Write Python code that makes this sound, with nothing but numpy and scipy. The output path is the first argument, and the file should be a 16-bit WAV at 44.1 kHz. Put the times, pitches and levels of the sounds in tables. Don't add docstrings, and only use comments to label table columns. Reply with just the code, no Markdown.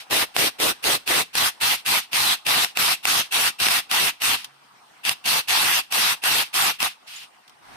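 import sys
import numpy as np
from scipy import signal
from scipy.fft import rfft, irfft, next_fast_len
from scipy.io import wavfile
from scipy.ndimage import uniform_filter1d, minimum_filter1d, map_coordinates

SR = 44100
rng = np.random.default_rng(int(sys.argv[2]) if len(sys.argv) > 2 else 0)


def wav_record(signal):
    frames = np.transpose(np.atleast_2d(signal))
    bounded = np.clip(frames, -1, 1)
    quanta = np.round(bounded * 32767).astype(np.int16)
    wavfile.write(sys.argv[1], SR, quanta)


N = 342216
T = np.arange(N) / SR

# valve pops open t/s, valve shuts t/s, pop level/dB, bleed level/dB
PULLS = [(-.18, -.008, -13, -34), (.109, .253, -18, -41), (.3645, .501, -5.5, -42), (.600, .730, -14, -41),
         (.840, .980, -14, -41), (1.076, 1.238, -13, -40), (1.353, 1.506, -7.5, -40),
         (1.611, 1.767, -19, -33), (1.862, 2.012, -16, -34), (2.131, 2.360, -12, -38),
         (2.465, 2.670, -13.5, -34), (2.772, 2.959, -7.5, -39), (3.053, 3.233, -4.5, -34),
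         (3.323, 3.510, -14.5, -41), (3.600, 3.812, -14, -38), (3.913, 4.112, -8.5, -39),
         (4.219, 4.370, -11, -38), (5.051, 5.139, -12, -42), (5.256, 5.417, -13, -38),
         (5.484, 5.817, -19, -39), (5.923, 6.153, -10, -39), (6.238, 6.443, -11, -34),
         (6.541, 6.728, -17, -35), (6.803, 6.891, -13, -35)]
# t/s, level/dB
DRIBBLE = [(4.33, -100), (4.372, -35.5), (4.45, -44), (4.55, -100)]
USUAL_POP_DB, USUAL_BLEED_DB = -13, -38
LEAK_S, LEAK_S_PER_DB = .0175, .001
LEAK_SHARE, POP_SHARE = .26, .47
JET_DB, FULL_PULL_S, STARVED_DB = -17.3, .135, -8.5
BLEED_S, BLEED_S_PER_DB = .023, .0018

def valve(opening_s=.028, closing_s=.049, lag_s=.01, bleed_fall_s=.012, port_spread_db=.8):
    jet, housing, port, bleed = np.zeros((4, N))
    for (pop, stop, pop_db, bleed_db), chance in zip(PULLS, rng.standard_normal(len(PULLS))):
        start = pop - LEAK_S - LEAK_S_PER_DB * (pop_db - USUAL_POP_DB)
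        bleed_s = BLEED_S + BLEED_S_PER_DB * (bleed_db - USUAL_BLEED_DB)
        db = JET_DB + STARVED_DB * max(0, 1 - (stop - pop) / FULL_PULL_S)
        active = (T > start) & (T < stop + .2)
        t = T[active]
        leaking = np.interp(t, [start, pop], [0, LEAK_SHARE])
        opened = np.where(t < pop, leaking, np.interp(t, [pop, pop + opening_s], [POP_SHARE, 1]))
        flow = opened * ease((stop + lag_s - t) / closing_s)
        jet[active] += amp(db) * flow
        housing[active] += amp(db) * flow ** 2
        port[active] += amp(db + port_spread_db * chance) * flow ** .5
        bleed[active] += amp(bleed_db) * opened / (1 + np.exp((t - stop - bleed_s) / bleed_fall_s))
    return jet, housing, port, bleed + level(DRIBBLE)


def air_tool():
    jet, housing, port, bleed = valve()
    return jet_roar(jet) + housing_ring(housing) + port_ring(port, bleed) + draught(jet) + hose(bleed)


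# f/Hz, level/dB
JET_EQ = [(30, -8), (120, -.5), (750, -1), (1300, -1.5), (2000, -0.5), (3300, 1), (4300, -0.54),
          (5500, -4.5), (8700, -4.5), (10800, -6.5), (12700, -5), (13900, -14.5), (14700, -6.5),
          (15500, -31)]

def jet_roar(jet):
    sputter = amp(.45 * wobble(60) + .35 * wobble(300))
    return jet * eddies(rush(JET_EQ), patchy_db=2.1) * sputter


# f/Hz, half-width/Hz, level/dB
HOUSING_MODES = [(816, 130, -1.5), (1162, 300, 5.5), (1960, 280, -9)]
# t/s, level/dB
HOUSING_FADER = [(.1, -26), (.65, -13.5), (1.4, -10.5), (2.5, -15), (3.05, -21), (4.3, -15.5), (5.6, -12.5),
                 (6.35, -17), (6.83, -4.5)]

def housing_ring(drive):
    return drive * level(HOUSING_FADER) * blown(HOUSING_MODES) * amp(1.05 * wobble(60))


# f/Hz, half-width/Hz, level/dB
PORT_MODES = [(2683, 110, 9), (2620, 430, 0), (3450, 250, -9)]
# t/s, level/dB
PORT_FADER = [(0, -15.5), (2.5, -14), (3.1, -10.5), (3.7, -9), (5.6, -10.5), (6.5, -11.5), (6.8, -7.5)]

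def port_ring(drive, bleed):
    ring = blown(PORT_MODES) * amp(-1 + 1.3 * wobble(30))
    return (drive * level(PORT_FADER) + amp(-15.5) * bleed) * ring


# t/s, level/dB
DRAUGHT_FADER = [(0, -8), (.2, -11.5), (.45, -11), (.65, -9.5), (.9, -11), (1.15, -12), (1.4, -26.5),
                 (1.9, -34), (7.7, -66)]
# f/Hz, level/dB
BUFFET_EQ = [(30, -8), (100, -10), (220, -5.5), (340, 0.5), (480, 0), (620, -1.5), (800, -18), (1600, -45),
             (4000, -80)]
# f/Hz, half-width/Hz, level/dB
EDGE_MODES = [(8970, 220, 10), (12200, 300, -4), (15000, 700, 0)]

def draught(jet):
    buffet = amp(7) * rush(BUFFET_EQ) * amp(2.3 * wobble(69.6))
    whistles = amp(-3.5) * blown(EDGE_MODES)
    return jet * level(DRAUGHT_FADER) * (buffet + whistles)


# t/s, crack level/dB, thump level/dB
LOUD_SPITS = [(.128, -20, -11), (2.646, -6.5, -14), (3.667, -8.5, -7), (3.685, -5, -11), (5.093, -3.5, -10),
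              (6.828, -10, -8)]
POP_THUMP_DB, THUMP_DB_PER_DB = -25, 2.6

def spit_cues(count=2, mean_gap_s=.018, small_db=-19, spread_db=2.5):
    cracks = []
    for pop, stop, pop_db, _ in PULLS:
        times = pop + np.cumsum(rng.exponential(mean_gap_s, count))
        levels_db = rng.normal(small_db, spread_db, count)
        cracks += [(pop, pop_db)] + [(s, db) for s, db in zip(times, levels_db) if s < stop]
    cues = [(s, db, POP_THUMP_DB + THUMP_DB_PER_DB * (db - USUAL_POP_DB)) for s, db in cracks if s > 0]
    return cues + list(LOUD_SPITS)


# f/Hz, level/dB
CRACK_EQ = [(50, -8), (400, -4.5), (900, -3.5), (2700, 3.5), (5000, -0.5), (10000, -3), (15000, -9)]
# f/Hz, level/dB
THUMP_EQ = [(40, -11), (150, -3), (420, 4), (700, 2), (1300, -5.5), (2500, -20), (8000, -49)]

def spits():
    times, crack_db, thump_db = np.transpose(spit_cues())
    crack_tone = rush(CRACK_EQ) + amp(-1.5) * blown(PORT_MODES)
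    crack = strikes(times, crack_db, attack=.0014, t60=.0083) * crack_tone
    thump = strikes(times, thump_db, attack=.0012, t60=.013) * rush(THUMP_EQ)
    push = 1 + amp(9) * level(DRAUGHT_FADER)
    return amp(6) * crack + amp(-1) * thump * push


# f/Hz, level/dB
BLEED_EQ = [(40, -20), (220, -4), (450, -25), (800, -10.5), (1800, -4), (2750, 2), (4000, -1), (6000, -7.5),
            (9500, -10), (12500, -14), (15500, -21)]

def hose(bleed):
    return bleed * rush(BLEED_EQ)


# t/s, level/dB
PUFF_FADER = [(7.055, -80), (7.068, -52), (7.078, -39.5), (7.16, -37.5), (7.2, -40.5), (7.238, -40),
              (7.26, -51), (7.31, -79)]
# t/s, level/dB
WHISTLE_FADER = [(7.07, -24), (7.145, -26), (7.165, 1), (7.2, -8), (7.25, -24)]

def last_puff():
    hiss = eddies(rush(BLEED_EQ), patchy_db=1.0)
    ring = amp(-11) * blown(PORT_MODES)
    whistle = level(WHISTLE_FADER) * blown([(7000, 80, 0)])
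    return level(PUFF_FADER) * (hiss + ring + whistle)


# t/s, click level/dB, bench thud level/dB
CLICKS = [(4.444, -24.5, -59), (7.478, -43, -68), (7.495, -44, -78)]
# f/Hz, level/dB
CLICK_EQ = [(100, -15), (1000, -9), (3200, 3.5), (6000, -2), (15000, -12)]

def clicks(bench_hz=138):
    times, click_db, thud_db = np.transpose(CLICKS)
    snap = strikes(times, click_db, attack=.0003, t60=.04) * rush(CLICK_EQ)
    hum = np.sin(2 * np.pi * bench_hz * T + .5 * wobble(14))
    bench = strikes(times, thud_db, attack=.003, t60=1.9) * hum
    return snap + amp(2.5) * bench


# t/s, level/dB
RUSTLE_FADER = [(7.58, -75), (7.63, -50.5), (7.69, -44), (7.76, -39.5)]
# f/Hz, level/dB
CLOTH_EQ = [(30, 6), (55, 10), (90, 6), (180, 6), (450, 4), (800, 3), (1600, -1), (3000, -9), (6000, -15),
            (10000, -19), (15500, -28)]

def rustle():
    return level(RUSTLE_FADER) * rush(CLOTH_EQ)


# f/Hz, t60/s
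ROOM_DECAY = [(150, 0.38), (1000, 0.1), (3000, 0.35), (12000, 0.21)]

def room(x):
    hz, t, noise = signal.stft(rng.standard_normal((2, SR // 2)), SR, nperseg=256)
    decay = amp(-60 * t / along(ROOM_DECAY, hz)[:, None])
    tail = signal.istft(noise * decay, SR, nperseg=256)[1]
    return signal.fftconvolve(x, tail / np.linalg.norm(tail[0]), axes=1)[:, :N]


# f/Hz, level/dB
SHOP_EQ = [(25, -15), (100, -7), (210, 0.5), (450, -1), (800, 0), (1200, -2), (2000, -8), (3000, -10.5),
           (5000, -15.5), (8200, -18), (8700, -12.5), (9300, -20.5), (12500, -26.5), (15500, -29)]
# t/s, level/dB
SHOP_FADER = [(0, -49.5), (4.6, -51.5), (5, -51), (7, -51), (7.35, -52), (7.76, -52)]

def shop_hum():
    return level(SHOP_FADER) * amp(.54 * wobble(5)) * eddies(rush(SHOP_EQ), patchy_db=2.5)


def amp(db):
    return 10 ** (np.asarray(db) / 20)


def unit(x):
    return x / np.sqrt(np.mean(x ** 2) + 1e-20)


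def along(points, hz):
    f, v = np.transpose(points)
    return np.interp(np.log(hz + 1), np.log(f + 1), v)


def level(fader):
    return amp(np.interp(T, *np.transpose(fader)))


def wobble(rate):
    return map_coordinates(rng.standard_normal(int(N * rate / SR) + 4), [T * rate])


def ease(u):
    return np.sin(np.pi / 2 * np.clip(u, 0, 1)) ** 2


def filtered(x, response):
    size = next_fast_len(N + SR // 4)
    return irfft(rfft(x, size) * response(np.fft.rfftfreq(size, 1 / SR)), size)[..., :N]


def rush(eq):
    return unit(filtered(rng.standard_normal((2, N)), lambda hz: amp(along(eq, hz))))


def blown(modes):
    response = lambda f: sum(amp(db) / (1 + ((f - hz) / (width + 1)) ** 2) for hz, width, db in modes)
    return unit(filtered(rng.standard_normal((2, N)), response))


def eddies(x, patchy_db):
    spectrum = signal.stft(x, nperseg=512)[2]
    patches = uniform_filter1d(rng.standard_normal(spectrum.shape[1:]), size=7, axis=0)
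    patches = uniform_filter1d(patches, size=7, axis=1)
    return unit(signal.istft(spectrum * amp(patchy_db * unit(patches)), nperseg=512)[1][:, :N])


def strikes(times, levels_db, attack, t60):
    out, t = np.zeros(N), np.arange(int(2 * t60 * SR)) / SR
    shape = (1 - np.exp(-t / attack)) * amp(-60 * t / t60)
    for s, db in zip(times, levels_db):
        first = round(s * SR)
        out[first:first + len(t)] += amp(db) * shape[:N - first]
    return out


def lagged(x, seconds):
    keep = np.exp(-1 / (seconds * SR))
    return signal.lfilter([1 - keep], [1, -keep], x)


def limiter(x, ceiling_db, reaction_s, hold_samples):
    power = lagged(np.mean(x ** 2, axis=0), reaction_s)
    gain = (1 + (power / amp(ceiling_db) ** 2) ** 2) ** (-1 / 4)
    held = minimum_filter1d(gain, hold_samples, origin=(hold_samples - 1) // 2)
    return x * lagged(held, reaction_s)


def scene():
    work = air_tool() + last_puff() + spits() + clicks() + rustle()
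    shop = shop_hum()
    return work + amp(-21) * room(work) + shop


# f/Hz, level/dB
MIC_EQ = [(20, -19), (45, -14.5), (95, -10), (590, -10), (740, -1), (5600, 0), (7100, -6), (8500, -1)]

def record(dry):
    coloured = filtered(dry, lambda hz: amp(along(MIC_EQ, hz)))
    limited = limiter(coloured, ceiling_db=-14.5, reaction_s=.0012, hold_samples=601)
    return filtered(limited, lambda hz: hz < 15500)


dry = scene()
out = record(dry)
wav_record(out)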